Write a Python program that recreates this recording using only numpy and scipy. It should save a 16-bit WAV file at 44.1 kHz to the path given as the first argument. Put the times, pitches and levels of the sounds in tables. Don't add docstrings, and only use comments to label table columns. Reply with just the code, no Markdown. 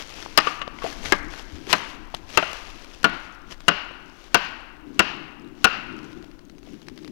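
import sys
import numpy as np
from scipy import signal
from scipy.fft import rfft, irfft, next_fast_len
from scipy.io import wavfile
from scipy.ndimage import map_coordinates

SR = 44100
rng = np.random.default_rng(int(sys.argv[2]) if len(sys.argv) > 2 else 0)


def to_wav(sig):
    pcm = np.clip(np.atleast_2d(sig), -1, 1) * 32767
    pcm = np.round(pcm).astype(np.int16)
    wavfile.write(sys.argv[1], SR, pcm.T)


N = 313677

# (f/Hz, relative level/dB)
RUMBLE_COLOUR = [(10, 5.5), (30, 12), (50, 2), (90, -7.5), (160, -12.5), (300, -19.5), (800, -66.5)]
DRONE_COLOUR = [(60, -21.5), (130, -9.5), (220, -6.5), (290, 0), (345, -3), (420, -13), (600, -31.5),
                (1500, -64.5)]
HISS_COLOUR = [(100, -15.5), (500, 11.5), (1500, -0.5), (4000, -6.5), (8000, -16), (15000, -16)]
CLOTH_COLOUR = [(150, -2), (400, 5.5), (800, 2.5), (1500, 2), (3100, 2.5), (3800, -1), (6000, -2.5),
                (8500, -18), (12000, -17.5), (16000, -49.5)]
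SNAP_COLOUR = [(300, 7.5), (1200, 8), (2600, 8), (5500, 4), (8000, -12), (12000, -13), (16000, -42)]
WOOD_COLOUR = [(60, -18.5), (150, -9.5), (400, -0.5), (800, 1.5), (1500, 5), (2200, -3), (2900, 3),
               (3600, -8.5), (6000, -19.5), (16000, -57)]
BARK_COLOUR = [(500, -2), (2500, 10.5), (5000, 14.5), (8000, -9), (12000, -9), (16000, -24)]
FOREST_COLOUR = [(100, -6.5), (300, -8), (480, -7), (700, 0), (1100, 4), (1900, 3), (3000, 2), (3500, -5),
                 (4400, -3), (6000, -13), (9000, -34), (16000, -18)]
# (f/Hz, t60/s)
WOOD_DECAY = [(100, 0.095), (700, 0.064), (1500, 0.064), (3000, 0.048), (8000, 0.046)]
FOREST_DECAY = [(200, 1.4), (800, 1.59), (1500, 1.27), (2800, 1.037), (5000, 0.76), (10000, 0.8)]
# (t/s, relative level/dB)
RUMBLE_LEVELS = [(0.0, -54), (0.83, -53), (1.15, -41), (1.52, -56), (2.22, -50), (3.27, -55.5), (3.6, -56),
                 (4.16, -59.5), (4.39, -58), (7.11, -59.5)]
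DRONE_LEVELS = [(0.0, -60.5), (1.01, -50.5), (1.19, -54.5), (1.82, -54), (2.87, -62.5), (3.19, -52.5),
                (3.44, -60), (3.68, -61), (3.82, -57), (4.02, -58), (4.73, -61), (4.93, -47), (5.29, -53),
                (5.98, -45.5), (6.22, -49), (6.36, -51), (6.59, -53.5), (7.11, -47)]
# (t/s, level/dB, f/Hz)
HAND_BUMPS = [(1.051, -21.5, 76), (1.18, -26, 51.6), (1.526, -16.5, 76), (2.23, -28, 65.5)]
# (t/s at the peak, level/dB, rise/s, fall/s)
CLOTH_STROKES = [(0.0, -32, 0.05, 0.1), (0.21, -37, 0.5, 0.33), (0.47, -32, 0.18, 0.17),
                 (0.875, -32, 0.13, 0.23), (1.06, -28, 0.063, 0.19), (1.305, -38, 0.016, 0.094),
                 (1.389, -35, 0.13, 0.081), (1.55, -45.5, 0.52, 0.74), (1.708, -24, 0.039, 0.13),
                 (1.86, -38, 0.18, 0.19), (2.15, -43.5, 0.06, 0.12), (2.294, -41.5, 0.009, 0.26),
                 (2.34, -35, 0.096, 0.88), (2.946, -38.5, 0.027, 0.015), (3.25, -48.5, 0.6, 0.15),
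                 (3.524, -31, 0.036, 0.022), (4.23, -47.5, 0.35, 0.37), (6.08, -51.5, 0.38, 0.53),
                 (6.689, -52, 0.11, 0.5), (7.08, -55, 0.66, 0.13)]
# (t/s, level/dB)
TWIG_SNAPS = [(0.023, -24), (0.2261, -26), (1.669, -30), (2.147, -17), (2.5316, -21), (2.8453, -31),
              (3.031, -21), (3.096, -30), (3.605, -32), (4.4494, -32), (6.8845, -28), (6.9766, -32.5),
              (7.0463, -32), (7.0772, -31)]
# (t/s, level/dB, f/Hz, t60/s, relative rasp/dB)
LIGHT_HITS = [(0.2616, -12, 955, 0.005, -15), (0.3858, -5.5, 1243, 0.03, 2),
              (0.4709, -9.5, 1176, 0.065, -5), (0.616, -19, 1145, 0.048, 0), (0.616, -20, 2880, 0.029, -22),
              (0.678, -10.5, 610, 0.0062, -3.5), (0.787, -24.5, 2130, 0.015, -6),
              (0.82, -24, 1116, 0.098, -5.5), (0.842, -15, 467, 0.047, -22), (0.848, -16, 672, 0.064, -23),
              (0.862, -17.5, 737, 0.036, -7.5), (1.058, -5.5, 2250, 0.0037, -8),
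              (1.125, -8.5, 375, 0.022, -15), (1.338, -26.5, 1640, 0.015, 2),
              (1.674, -22.5, 380, 0.025, -18), (2.142, -11.5, 760, 0.0096, -7.5),
              (2.4265, -12, 646, 0.034, -4.5), (2.432, -15, 1413, 0.039, -12), (3.91, -26.5, 530, 0.02, -9),
              (6.24, -36, 720, 0.024, -10), (6.673, -34, 634, 0.023, -12)]
# (t/s, force/dB, the stick's low note f/Hz, level/dB, its high note f/Hz, level/dB,
# crack level/dB, the trunk's main note f/Hz, thud level/dB); the levels are relative
BLOWS = [(0.3753, 3.5, 1210, -6.5, 2646, -1, 7, 870, -6.5), (1.122, -3.5, 1640, 1, 2127, 5, 0, 390, -2.5),
         (1.7285, 1, 1008, -7, 2940, -5, 2, 693, -2), (2.3738, 1.5, 1227, -4.5, 2700, 3.5, -3, 619, -2.5),
         (3.0428, 1, 1429, 2, 2770, -10, -9, 670, 1.5), (3.6815, 3, 1453, 0.5, 2842, 3, -11.5, 698, 2.5),
         (4.3444, 5, 1520, -2.5, 2718, 1, -1, 708, -3), (4.9932, 4, 1426, -7, 2750, 3.5, -4.5, 694, -1.5),
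         (5.6436, 4, 1442, 2.5, 2690, 5, 0, 775, -2.5)]
# (f/Hz, relative level/dB, t60/s)
TRUNK_NOTES = [(173, -20.5, 0.14), (205.4, -24.5, 0.18), (293.3, -16, 0.09), (405.4, -31, 0.24),
               (584, -28, 0.2), (1053, -11.5, .04), (1170, -8, 0.062), (1832, -2.5, 0.018),
               (3970, -3, 0.0092), (4860, -30.5, 0.016)]
# (delay/s, level/dB, f/Hz above which the echo is dull)
NEAR_ECHOES = [(.0089, -14.5, 8980), (0.026, -22, 3500), (0.0321, -24.5, 3020)]


def amp(db):
    return 10 ** (np.asarray(db) / 20)


def unit(x):
    return x / np.sqrt(np.mean(x ** 2) + 1e-20)


def at_pitch(points, hz):
    f, values = np.transpose(points)
    return np.interp(np.log(hz + 1), np.log(f + 1), values)


def over_time(points):
    times, values = np.transpose(points)
    return np.interp(np.arange(N) / SR, times, values)


def wobble(rate):
    points = rng.standard_normal(int(N * rate / SR) + 4)
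    return map_coordinates(points, [np.arange(N) * rate / SR])


def filtered(x, response):
    n = x.shape[-1]
    padded = next_fast_len(n + 8192)
    return irfft(rfft(x, padded) * response(np.fft.rfftfreq(padded, 1 / SR)), padded)[..., :n]


def noise(colour, size=N):
    return unit(filtered(rng.standard_normal(size), lambda hz: amp(at_pitch(colour, hz))))


def fade(t, t60):
    return np.exp(-np.log(1000) * t / t60)


def ring(t, hz, t60):
    return np.sin(2 * np.pi * hz * t) * fade(t, t60)


def dying_noise(colour, decay, size):
    hz, t, bands = signal.stft(noise(colour, size), SR, nperseg=128)
    bands = bands * fade(t, at_pitch(decay, hz)[:, None])
    return signal.istft(bands, SR, nperseg=128)[1][:size]


def add(track, s, sound):
    part = track[max(round(s * SR), 0):][:len(sound)]
    part += sound[:len(part)]


def handling(gain_db=10.5):
    flutter = unit(amp(1.1 * wobble(12)))
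    track = amp(over_time(RUMBLE_LEVELS) + gain_db) * flutter * noise(RUMBLE_COLOUR)
    t = np.arange(SR // 3) / SR
    for s, db, hz in HAND_BUMPS:
        add(track, s, amp(db) * ring(t, hz, t60=0.12) * (1 - np.exp(-t / 0.02)))
    return track


def far_drone(gain_db=9):
    return amp(over_time(DRONE_LEVELS) + gain_db + 2.5 * wobble(16)) * noise(DRONE_COLOUR)


def movement(still_db=-67, swing_db=-46.5, swing_rise_s=0.13, swing_fall_s=0.28, depth_db=20):
    t = np.arange(N) / SR
    swings = [(blow[0], swing_db, swing_rise_s, swing_fall_s) for blow in BLOWS]
    power = amp(still_db) ** 2
    for s, db, rise_s, fall_s in CLOTH_STROKES + swings:
        from_peak = np.maximum((s - t) / rise_s, (t - s) / fall_s)
        power = power + amp(db - depth_db * np.minimum(from_peak, 10)) ** 2
    return np.sqrt(power)


def rustle(stir):
    grain = unit(amp(1.2 * wobble(40) + 2.8 * wobble(900)))
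    return stir * grain * noise(CLOTH_COLOUR)


def crackle(stir, count=320, middle_hz=4200, range_db=11, dull_hz=7000):
    track, t = np.zeros(N), np.arange(SR // 50) / SR
    for when, size, pitch in rng.random(size=(count, 3)):
        hz = middle_hz * np.exp(pitch - 0.5)
        tick = ring(t, hz, t60=0.0046) + 0.5 * rng.standard_normal(len(t)) * fade(t, t60=0.01)
        strength = amp(-52) + amp(-2) * stir[int(when * N)]
        add(track, when * N / SR, strength * amp(range_db * size ** 2) * tick)
    return filtered(track, lambda f: 1 / np.hypot(1, (f / dull_hz) ** 2))


def snaps(bit_count=16, bits_from_s=5.95, bit_db=-39.5, spread_db=1.5):
    track, t = np.zeros(N), np.arange(SR // 20) / SR
    gap_s = (N / SR - bits_from_s) / bit_count
    bits = [(bits_from_s + (k + rng.random()) * gap_s, bit_db - spread_db * rng.standard_normal())
            for k in range(bit_count)]
    for s, db in TWIG_SNAPS + bits:
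        add(track, s, amp(db) * noise(SNAP_COLOUR, len(t)) * fade(t, t60=0.015))
    return track


def clatter(wash_db=-22):
    track, t = np.zeros(N), np.arange(SR // 5) / SR
    for s, db, hz, t60, rasp_db in LIGHT_HITS:
        rasp = amp(rasp_db) * noise(WOOD_COLOUR, len(t)) * fade(t, t60)
        add(track, s, amp(db) * (ring(t, hz, t60) + rasp) * (1 - np.exp(-t / 0.00017)))
    wash = forest_wash([], dull_hz=4500)
    return track + amp(wash_db) * signal.fftconvolve(track, wash / np.linalg.norm(wash))[:N]


def forest_wash(notes, dull_hz, width=0.084, lift_db=7):
    def colour(f):
        peaks = sum(amp(db + lift_db) ** 2 / (1 + ((f / hz - 1) / width) ** 2) ** 2 for hz, db in notes)
        return np.sqrt((1 + peaks) / (1 + (f / dull_hz) ** 6))

    t = np.arange(SR * 3 // 2) / SR
    onset = 1 - np.exp(-t / 0.0047)
    swell = 1 + 0.42 * np.exp(-((t - 0.1) / 0.045) ** 2)
    return filtered(dying_noise(FOREST_COLOUR, FOREST_DECAY, len(t)), colour) * onset * swell


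def knocks(high_loss_db=3.5):
    track, t = np.zeros(N), np.arange(SR // 5) / SR
    onset = 1 - np.exp(-t / 0.00055)
    for s, force_db, low_hz, low_db, high_hz, high_db, crack_db, trunk_hz, thud_db in BLOWS:
        stick = amp(low_db) * ring(t, low_hz, t60=0.045) + amp(high_db) * ring(t, high_hz, t60=0.023)
        trunk = amp(-8.5) * ring(t, trunk_hz, t60=0.061)
        for hz, db, t60 in TRUNK_NOTES:
            strength = amp(db + rng.normal(0, 0.37)) * rng.choice([-1, 1])
            trunk += strength * ring(t, hz * rng.normal(1, 0.005), t60)
        splinters = amp(-3) * dying_noise(WOOD_COLOUR, WOOD_DECAY, len(t))
        crack = amp(crack_db) * noise(BARK_COLOUR, len(t)) * fade(t, t60=0.013)
        blow = amp(force_db) * (stick + splinters + crack) + amp(thud_db) * trunk
        add(track, s, with_echoes(blow * onset))
        carried_notes = [(low_hz, low_db), (high_hz, high_db - high_loss_db)]
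        wash = forest_wash(carried_notes, dull_hz=3800 * 2 ** (0.25 * force_db))
        add(track, s, amp(-30 + 0.66 * force_db) * wash)
    return track


def with_echoes(sound, spread=0.05):
    stretch = 1 + spread * rng.standard_normal()

    def echoes(f):
        return sum(amp(db) * np.exp(-2j * np.pi * f * delay_s * stretch) / (1 + 1j * f / dull_hz)
                   for delay_s, db, dull_hz in NEAR_ECHOES)

    return filtered(sound, lambda f: 1 + echoes(f))


def scene():
    stir = movement()
    background = handling() + far_drone() + amp(-57.5) * noise(HISS_COLOUR)
    sound = background + rustle(stir) + crackle(stir) + snaps() + clatter() + knocks()
    return np.array([sound, amp(-60.5) * sound])


def record(dry, left_ceiling=0.69, hardness=6, top_hz=16100):
    ceiling = left_ceiling * amp([[0], [-57]])
    clipped = dry / (1 + np.abs(dry / ceiling) ** hardness) ** (1 / hardness)
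    hiss = amp([[-90], [-86]]) * noise(HISS_COLOUR)
    return filtered(clipped + hiss, lambda hz: 1 / (1 + (hz / top_hz) ** 100))


dry = scene()
out = record(dry)
to_wav(out)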